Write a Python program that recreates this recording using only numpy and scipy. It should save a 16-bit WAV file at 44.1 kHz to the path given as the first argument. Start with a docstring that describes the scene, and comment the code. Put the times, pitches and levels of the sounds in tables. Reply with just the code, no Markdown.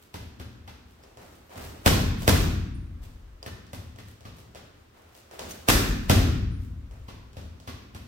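"""An empty gym: a boxer works a hanging heavy bag with light jabs and, twice, a pair of hard punches.
Each blow pushes a low thud out of the bag, slaps glove on vinyl and sets the chain ringing faintly;
the hall rings on, longest in the bass. Between blows his shoes tap and scuff on the floor and his
jacket swishes, over faint steady air noise."""
import sys
import numpy as np
from scipy import signal
from scipy.fft import rfft, irfft
from scipy.io import wavfile
from scipy.ndimage import uniform_filter1d

SR = 44100
rng = np.random.default_rng(int(sys.argv[2]) if len(sys.argv) > 2 else 0)


def persist_wave(psi):
    """Save psi, clipped to +-1, as 16-bit WAV."""
    counts = np.round(np.clip(psi, -1, 1) * 32767).astype(np.int16)
    wavfile.write(sys.argv[1], SR, np.atleast_2d(counts).T)


N = 355887
RING_SAMPLES = 2 * SR  # length of one blow
T = np.arange(RING_SAMPLES) / SR

# sole friction spectrum: freq_hz, density_db
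SCUFF_SPECTRUM = [(150, -27.5), (350, 1.5), (650, 1.5), (1100, -3.5), (2200, -9), (4000, -16.5),
                  (8000, -25)]
# cloth friction spectrum: freq_hz, density_db
CLOTH_SPECTRUM = [(1200, -5.5), (3000, 0), (6000, -4), (9000, -4), (11300, -7.5), (13000, -2.5),
                  (16000, -6.5)]


def gain(db):
    """Decibels to amplitude factor."""
    return 10 ** (np.asarray(db) / 20)


def unit_rms(x):
    """Scale to rms 1."""
    return x / np.sqrt(np.mean(x ** 2) + 1e-20)


def at_level(x, db):
    """Scale so the first 0.1 s has this rms level."""
    return gain(db) * x / np.sqrt(np.mean(x[..., :SR // 10] ** 2) + 1e-20)


def lookup(points, hz):
    """Interpolate a table over log frequency."""
    points_hz, values = np.transpose(points)
    return np.interp(np.log(hz + 1), np.log(points_hz + 1), values)


def add(mix, start_s, sound):
    """Add a stereo sound into the mix."""
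    part = mix[:, max(round(start_s * SR), 0):][:, :sound.shape[1]]
    part += sound[:, :part.shape[1]]


def convolve(x, response):
    """Convolve, keeping the length of x."""
    x = np.atleast_2d(x)
    return signal.fftconvolve(x, np.atleast_2d(response), axes=1)[:, :x.shape[1]]


def colour(x, spectrum, size=2048):
    """Minimum-phase filter; falls 10 dB per octave beyond the table."""
    hz = abs(np.fft.fftfreq(size, 1 / SR)) + 1
    octaves_out = np.log2(hz / np.clip(hz, spectrum[0][0], spectrum[-1][0]))
    log_gain = np.log(gain(lookup(spectrum, hz) - 10 * abs(octaves_out)))
    response = np.fft.ifft(np.exp(np.conj(signal.hilbert(log_gain)))).real
    return signal.oaconvolve(x, response[None], axes=1)[:, :x.shape[1]]


def diffuse(samples):
    """White noise from all around: left and right alike only in the bass."""
    # left-right likeness: freq_hz, correlation
    likeness = [(40, 1), (120, 0.96), (250, 0.85), (500, 0), (1000, 0), (3000, 0)]
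    a, b = rfft(rng.standard_normal((2, samples)))
    correlation = lookup(likeness, np.fft.rfftfreq(samples, 1 / SR))
    mid, side = a * np.sqrt((1 + correlation) / 2), b * np.sqrt((1 - correlation) / 2)
    return irfft([mid + side, mid - side], samples)


def room_air(level_db=-58):
    """Steady air noise of the hall."""
    # air noise spectrum: freq_hz, density_db
    spectrum = [(15, -44), (25, -6), (96, 2.5), (148, -7), (378, -7), (848, -15), (1140, -13),
                (2120, -18.5), (3090, -21.5), (9300, -32.5), (11200, -39), (12500, -32), (15500, -34)]
    return gain(level_db) * unit_rms(colour(diffuse(N), spectrum))


def tail_fade(t, t60_s, steepening=1.092):
    """The reverberant tail fades, its decay steepening slightly as it dies."""
    return np.exp(-np.log(1000) * (t / t60_s) ** steepening)


def hall_tail(build_up_s):
    """Diffuse echoes, each band dying at its own rate."""
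    # reverberation time: freq_hz, t60_s
    decay_times = [(40, 2.6), (90, 1.59), (200, 1.45), (300, 1.35), (420, 0.81), (600, 0.61), (1500, 0.93),
                   (3000, 0.8), (6000, 0.69), (10000, 0.48), (16000, 0.58)]
    # tail colour: freq_hz, gain_db
    spectrum = [(40, 7.6), (100, 7.7), (170, 7.35), (260, 7.2), (600, 1.5), (1100, 1.9), (2200, 4),
                (6000, 5.7), (15000, 1.5)]
    hz, t, bands = signal.stft(diffuse(RING_SAMPLES), SR, nperseg=1024)
    t60_s = lookup(decay_times, hz)[:, None]
    fade = tail_fade(t, t60_s) * np.sqrt(10 / (t60_s * SR))  # about unit energy per band
    bands = bands * fade * gain(lookup(spectrum, hz))[:, None]
    tail = signal.istft(bands, SR, nperseg=1024)[1][:, :RING_SAMPLES]
    return tail * (1 - np.exp(-(T / build_up_s) ** 2))


def in_hall(x, tail, wet_db, left_lag_s=0.00036):
    """Direct sound, right side first, plus the hall."""
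    direct = np.array([np.roll(x, round(left_lag_s * SR)), x])
    return direct + gain(wet_db) * convolve(x, tail)


def rubbing(spectrum, grain_db):
    """Friction noise in small uneven catches."""
    catches = unit_rms(uniform_filter1d(rng.standard_normal(N), 130))
    return unit_rms(colour(diffuse(N) * gain(grain_db * catches), spectrum))


def footwork(tail, grip_s=0.012, load_s=0.044, cloth_db=-10):
    """Soles grip, body weight follows; the jacket swishes with each step and sleeve sweep."""
    # a foot lands and slides to rest: start_s, scuff_db, weight_db, settle_s
    steps = [(0.98, -59, -62, 0.24), (1.175, -52.5, -50.5, 0.21), (1.5, -48.5, -62, 0.24),
             (1.554, -48, -37.5, 0.19), (3.01, -55.5, -58, 0.12), (4.93, -58, -74, 0.51),
             (5.309, -46.5, -56, .08), (5.384, -44, -40.5, 0.17), (6.905, -59, -60, 0.16)]
    # sleeve sweeps: centre_s, level_db, half_width_s
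    sleeves = [(0.034, -63.5, 0.046), (0.92, -68, .05), (1.345, -69, 0.044), (1.65, -52.5, 0.04),
               (2.226, -44.5, 0.033), (2.388, -43.5, 0.085), (3.046, -57, 0.019), (4.1, -59, 0.034),
               (4.385, -58.5, 0.033), (4.805, -71, 0.045), (5.175, -58.5, 0.036), (5.512, -45.5, 0.021),
               (6.05, -58, 0.028), (6.634, -60.5, 0.036)]
    # loaded floor spectrum: freq_hz, density_db
    floor_spectrum = [(25, -32), (50, 1), (85, 0.5), (130, -7.5), (260, -7), (450, -20)]
    t, scuff, weight = np.arange(N) / SR, np.zeros(N), np.zeros(N)
    for start_s, scuff_db, weight_db, settle_s in steps:
        age_s = np.maximum(t - start_s, 0)
        settling = np.exp(-age_s / settle_s)
        scuff += gain(scuff_db) * (1 - np.exp(-age_s / grip_s)) * settling
        weight += gain(weight_db) * (1 - np.exp(-age_s / load_s)) * settling
    sweeps = sum(gain(db) * np.exp(-((t - centre_s) / half_width_s) ** 2)
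                 for centre_s, db, half_width_s in sleeves)
    soles = weight * rubbing(floor_spectrum, grain_db=1.5) + scuff * rubbing(SCUFF_SPECTRUM, grain_db=1)
    jacket = (gain(cloth_db) * scuff + sweeps) * rubbing(CLOTH_SPECTRUM, grain_db=3.5)
    return soles + jacket + gain(-5) * convolve(jacket, tail)


def squeaks(tail, waver=0.034):
    """Rubber, vinyl and chain links stick and slip in brief wavering whistles."""
    # stick-slip events: start_s, pitch_hz, level_db, length_s, wet_db
    slips = [(1.026, 5140, -59, 0.011, -19), (1.438, 14200, -70, 0.034, -8),
             (2.743, 9260, -55, 0.011, -4.5), (3.428, 4740, -33.5, 0.0013, -21),
             (5.506, 6260, -39.5, 0.0096, -16), (6.509, 9470, -63.5, 0.016, 1)]
    mix, t = np.zeros((2, N)), T[:SR // 2]
    for start_s, pitch_hz, level_db, length_s, wet_db in slips:
        jitter = unit_rms(uniform_filter1d(rng.standard_normal(len(t)), 20))
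        phase = 2 * np.pi * np.cumsum(pitch_hz * (1 + waver * jitter)) / SR
        whistle = np.exp(-((t - length_s) / length_s) ** 2) * np.sin(phase)
        add(mix, start_s, gain(level_db) * in_hall(whistle, tail, wet_db))
    return mix


def contact(decay_s, snap=5.6):
    """One snap, then a dying spray of tiny impacts; flat spectrum."""
    t = T[:4096]
    envelope = np.exp(-t / decay_s) * (1 - np.exp(-t * 10 / decay_s))
    x = rng.standard_normal(len(t)) * envelope
    for _ in range(4):  # impose envelope and flat spectrum in turn
        x = x * envelope / np.sqrt(abs(uniform_filter1d(x ** 2, 64)) + 1e-12)
        x[10] -= snap
        x = irfft(np.exp(1j * np.angle(rfft(x))))
    return np.pad(x * np.exp(-(t / (6 * decay_s)) ** 2), (0, RING_SAMPLES - len(t)))


def taps(tail, tap_trim_db=-10, tick_trim_db=-13):
    """Light contacts of shoes, gloves and bag: a dull tap under a bright tick."""
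    # contacts, before trim: start_s, tick_db, tap_db
    touches = [(1.037, -50.5, -49.5), (1.172, -48, -43.5), (1.495, -55, -48), (1.5576, -46, -42.5),
               (2.221, -43, -35.5), (3.4286, -42, -40.5), (3.667, -52, -59), (3.9603, -50.5, -50),
               (4.2076, -50, -50.5), (4.3844, -52, -50), (4.5486, -45.5, -42.5), (5.151, -50, -49.5),
               (5.312, -47, -42.5), (5.3931, -32, -34), (6.911, -54, -49.5), (7.3314, -53, -54),
               (7.414, -51, -53), (7.6006, -48, -51)]
    # tap and tick spectra: freq_hz, density_db
    tap_spectrum = [(150, -22.5), (350, -0.5), (600, 3.5), (1200, -7.5), (2500, -18), (5000, -24)]
    tick_spectrum = [(1500, -30), (3200, 10), (5000, 6.5), (7000, 2.5), (11000, -5.5), (13000, -11),
                     (16000, 0.5)]
    mix = np.zeros((2, N))
    for start_s, tick_db, tap_db in touches:
        touch = contact(decay_s=0.00207)[:SR // 2]
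        tap = colour(in_hall(touch, tail, wet_db=5), tap_spectrum)
        tick = colour(in_hall(touch, tail, wet_db=0.5), tick_spectrum)
        add(mix, start_s, at_level(tap, tap_db + tap_trim_db) + at_level(tick, tick_db + tick_trim_db))
    return mix


def fittings():
    """Chain and bracket ring, with random strength and phase per blow."""
    # metal modes: pitch_hz, relative_db, t60_s
    modes = [(2045, -7, 0.45), (2550, -21, 1), (2520, -20.5, 0.95), (2590, -31, .8), (2660, -13.5, 0.31),
             (2965, -8, 0.38), (3020, -17, 0.87), (3250, -23, 0.59), (3340, -14, 0.5), (9150, -20, 0.46),
             (13400, -23, .4)]
    t, ring = T[:SR], np.zeros((2, SR))
    for pitch_hz, relative_db, t60_s in modes:
        phase_cycles, strength = rng.random((2, 1)), 0.5 + rng.random()
        envelope = strength * gain(relative_db) * np.exp(-np.log(1000) * t / t60_s)
        ring += envelope * np.sin(2 * np.pi * (pitch_hz * t + phase_cycles))
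    return ring


def squeezed_air(lead_s=0.028, rise_s=0.0061):
    """Air hisses out between glove and bag, swelling until they meet."""
    t = T[:round(lead_s * SR)]
    hiss = colour(diffuse(len(t)), CLOTH_SPECTRUM) + 3 * colour(diffuse(len(t)), SCUFF_SPECTRUM)
    return unit_rms(hiss) * np.exp((t - lead_s) / rise_s)


def air_pop(x, pitch_hz, width_hz=217):
    """Air trapped between glove and bag resonates briefly."""
    b, a = signal.iirpeak(pitch_hz, pitch_hz / width_hz, fs=SR)
    return signal.lfilter(b, a, signal.lfilter(b, a, x))


def bag_push(pitch_hz, swell_s, delay_s):
    """The bag's skin caves in, then bulges out in a few dying swings."""
    return np.sin(2 * np.pi * pitch_hz * (T - delay_s)) * T / swell_s * np.exp(1 - T / swell_s)


def bag_thud(tail, mode_rise_s=0.024):
    """The bag's low push, reflected by walls and held by standing waves."""
    # wall reflections: delay_s, gain_db
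    walls = [(0.03, -13), (0.052, -8.5), (0.063, -6), (0.081, -3)]
    # standing waves of the hall: pitch_hz, level_db, t60_s
    modes = [(55.4, -22, 3.4), (61.5, -16, 2.95), (77.7, -20, 2), (95.5, -15.5, 1.8), (103.8, -21.5, 1.2),
             (169.2, -29.5, 1.3), (253, -36.5, 2)]
    # thud colour: freq_hz, gain_db
    spectrum = [(25, -10), (50, -1), (90, 1), (125, -0.5), (165, 0), (230, 4.5), (500, -3)]
    push = bag_push(pitch_hz=92.5, swell_s=0.0055, delay_s=0.0042)
    echoes = sum(gain(db) * np.interp(T - delay_s, T, push, left=0) for delay_s, db in walls)
    standing = sum(gain(db) * tail_fade(T, t60_s) * np.sin(2 * np.pi * hz * (T - 0.003))
                   for hz, db, t60_s in modes)
    standing *= 1 - np.exp(-T / mode_rise_s)
    return colour(in_hall(push, tail, wet_db=-2.5) + echoes + standing, spectrum)


def punch(slap_db, contact_s, thud_db, pop_hz, pop_db, wet_db, full_blow_db=-24.5, quick_s=0.0021):
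    """The bag heaves and thuds, padding knocks, trapped air pops, vinyl slaps and cracks."""
    # padding knock, vinyl slap and crack spectra: freq_hz, density_db
    knock_spectrum = [(110, -30), (155, -4), (200, 0), (260, 0.5), (340, -3.5), (500, -3), (750, -7),
                      (1100, -23), (2500, -52)]
    slap_spectrum = [(450, -29), (800, -9.5), (1050, 3), (1400, 3.5), (2200, -2.5), (2580, -0.5),
                     (2900, -3), (3400, -2.5), (4500, -5.5), (6000, -11.5), (8000, -33.5), (14000, -48.5)]
    crack_spectrum = [(3000, -37), (5000, -6.5), (6500, 0.5), (9000, 3), (11500, 0.5), (12700, 6),
                      (14000, 2), (16000, -4)]
    # reflections off floor and neighbouring bags: delay_s, gain_db
    nearby = [(.0075, -6.5), (0.0143, -3)]
    effort_db = slap_db - full_blow_db
    heave_db = -28.5 + 1.4 * effort_db  # light blows lose heave faster than slap
    knock_db = -24 + 1.084 * effort_db + 0.46 * (thud_db - slap_db)  # follows both slap and thud
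    crack_db = slap_db - 4.5 - 3.5 * np.log2(contact_s / quick_s)  # quick contact cracks harder
    tail = hall_tail(build_up_s=0.00075)
    touch = contact(contact_s, snap=4.38)
    skin = in_hall(touch, tail, wet_db)
    for delay_s, gain_db in nearby:  # curved surfaces scatter differently to each side
        scatter = np.array([contact(2 * contact_s, snap=0) for side in range(2)])
        add(skin, delay_s, gain(gain_db) * scatter)
    heave = in_hall(bag_push(pitch_hz=48.5, swell_s=0.012, delay_s=0.0025), tail, wet_db=-0.5)
    bass = at_level(heave, heave_db) + at_level(bag_thud(tail), thud_db)
    knock = at_level(colour(skin, knock_spectrum), knock_db)
    pop = at_level(air_pop(in_hall(touch, tail, wet_db=-3.5), pop_hz), pop_db)
    slap = at_level(colour(skin, slap_spectrum), slap_db)
    crack = at_level(colour(skin, crack_spectrum), crack_db)
    lean_left, lean_right = gain([[1.1], [-1.1]]), gain([[-0.9], [0.9]])
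    return bass * lean_left + knock + pop + slap + crack * lean_right


def punches(puff_db=-5, side_on_s=(1.5, 3.6), open_wet_db=-0.1, screened_wet_db=3):
    """Each blow: a puff of air, the punch, the ring of the fittings."""
    # glove on bag (the row at 7.083 s is a heavy foot landing, played the same way): start_s, slap_db,
    # contact_s, thud_db, pop_hz, pop_db
    blows = [(0.141, -47.5, 0.0039, -42.5, 972, -48), (0.398, -52, .0055, -42.5, 1620, -65),
             (0.677, -53, 0.0072, -54.5, 828, -53.5), (1.861, -23, 0.0024, -21.5, 1110, -36),
             (2.2783, -24.5, .002, -19.5, 563, -38), (3.462, -47.5, 0.0045, -43, 1800, -56),
             (3.732, -50, 0.002, -41, 555, -52.5), (3.986, -55, .0048, -50, 1850, -64),
             (4.252, -53.5, 0.0078, -46, 1240, -61), (4.555, -53.5, 0.0071, -56.5, 536, -55),
             (5.686, -22.5, 0.0014, -25.5, 1755, -42), (6.0966, -26, 0.0029, -18, 870, -30),
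             (7.083, -52.5, 0.0089, -45.5, 1104, -54.5), (7.368, -54, 0.0059, -41.5, 521, -54),
             (7.675, -46.5, 0.007, -43, 1165, -53), (7.948, -52.5, 0.0036, -43, 1160, -68)]
    mix = np.zeros((2, N))
    for start_s, slap_db, *blow in blows:
        # the boxer's back screens the bag unless he works side-on
        wet_db = open_wet_db if side_on_s[0] < start_s < side_on_s[1] else screened_wet_db
        puff = gain(slap_db + puff_db) * squeezed_air()
        add(mix, start_s - puff.shape[1] / SR, puff)
        add(mix, start_s, punch(slap_db, *blow, wet_db))
        add(mix, start_s, gain(slap_db) * fittings())
    return mix


def scene():
    """The boxer in the hall, over its air noise."""
    tail = hall_tail(build_up_s=0.002)
    return room_air() + punches() + taps(tail) + squeaks(tail) + footwork(tail)


def record(dry, cutoff_hz=16000):
    """Soft clip, then low-pass."""
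    low_pass = signal.firwin(301, cutoff_hz, window=("kaiser", 9), fs=SR)
    return signal.oaconvolve(np.tanh(dry), low_pass[None], "same")


dry = scene()
out = record(dry)
persist_wave(out)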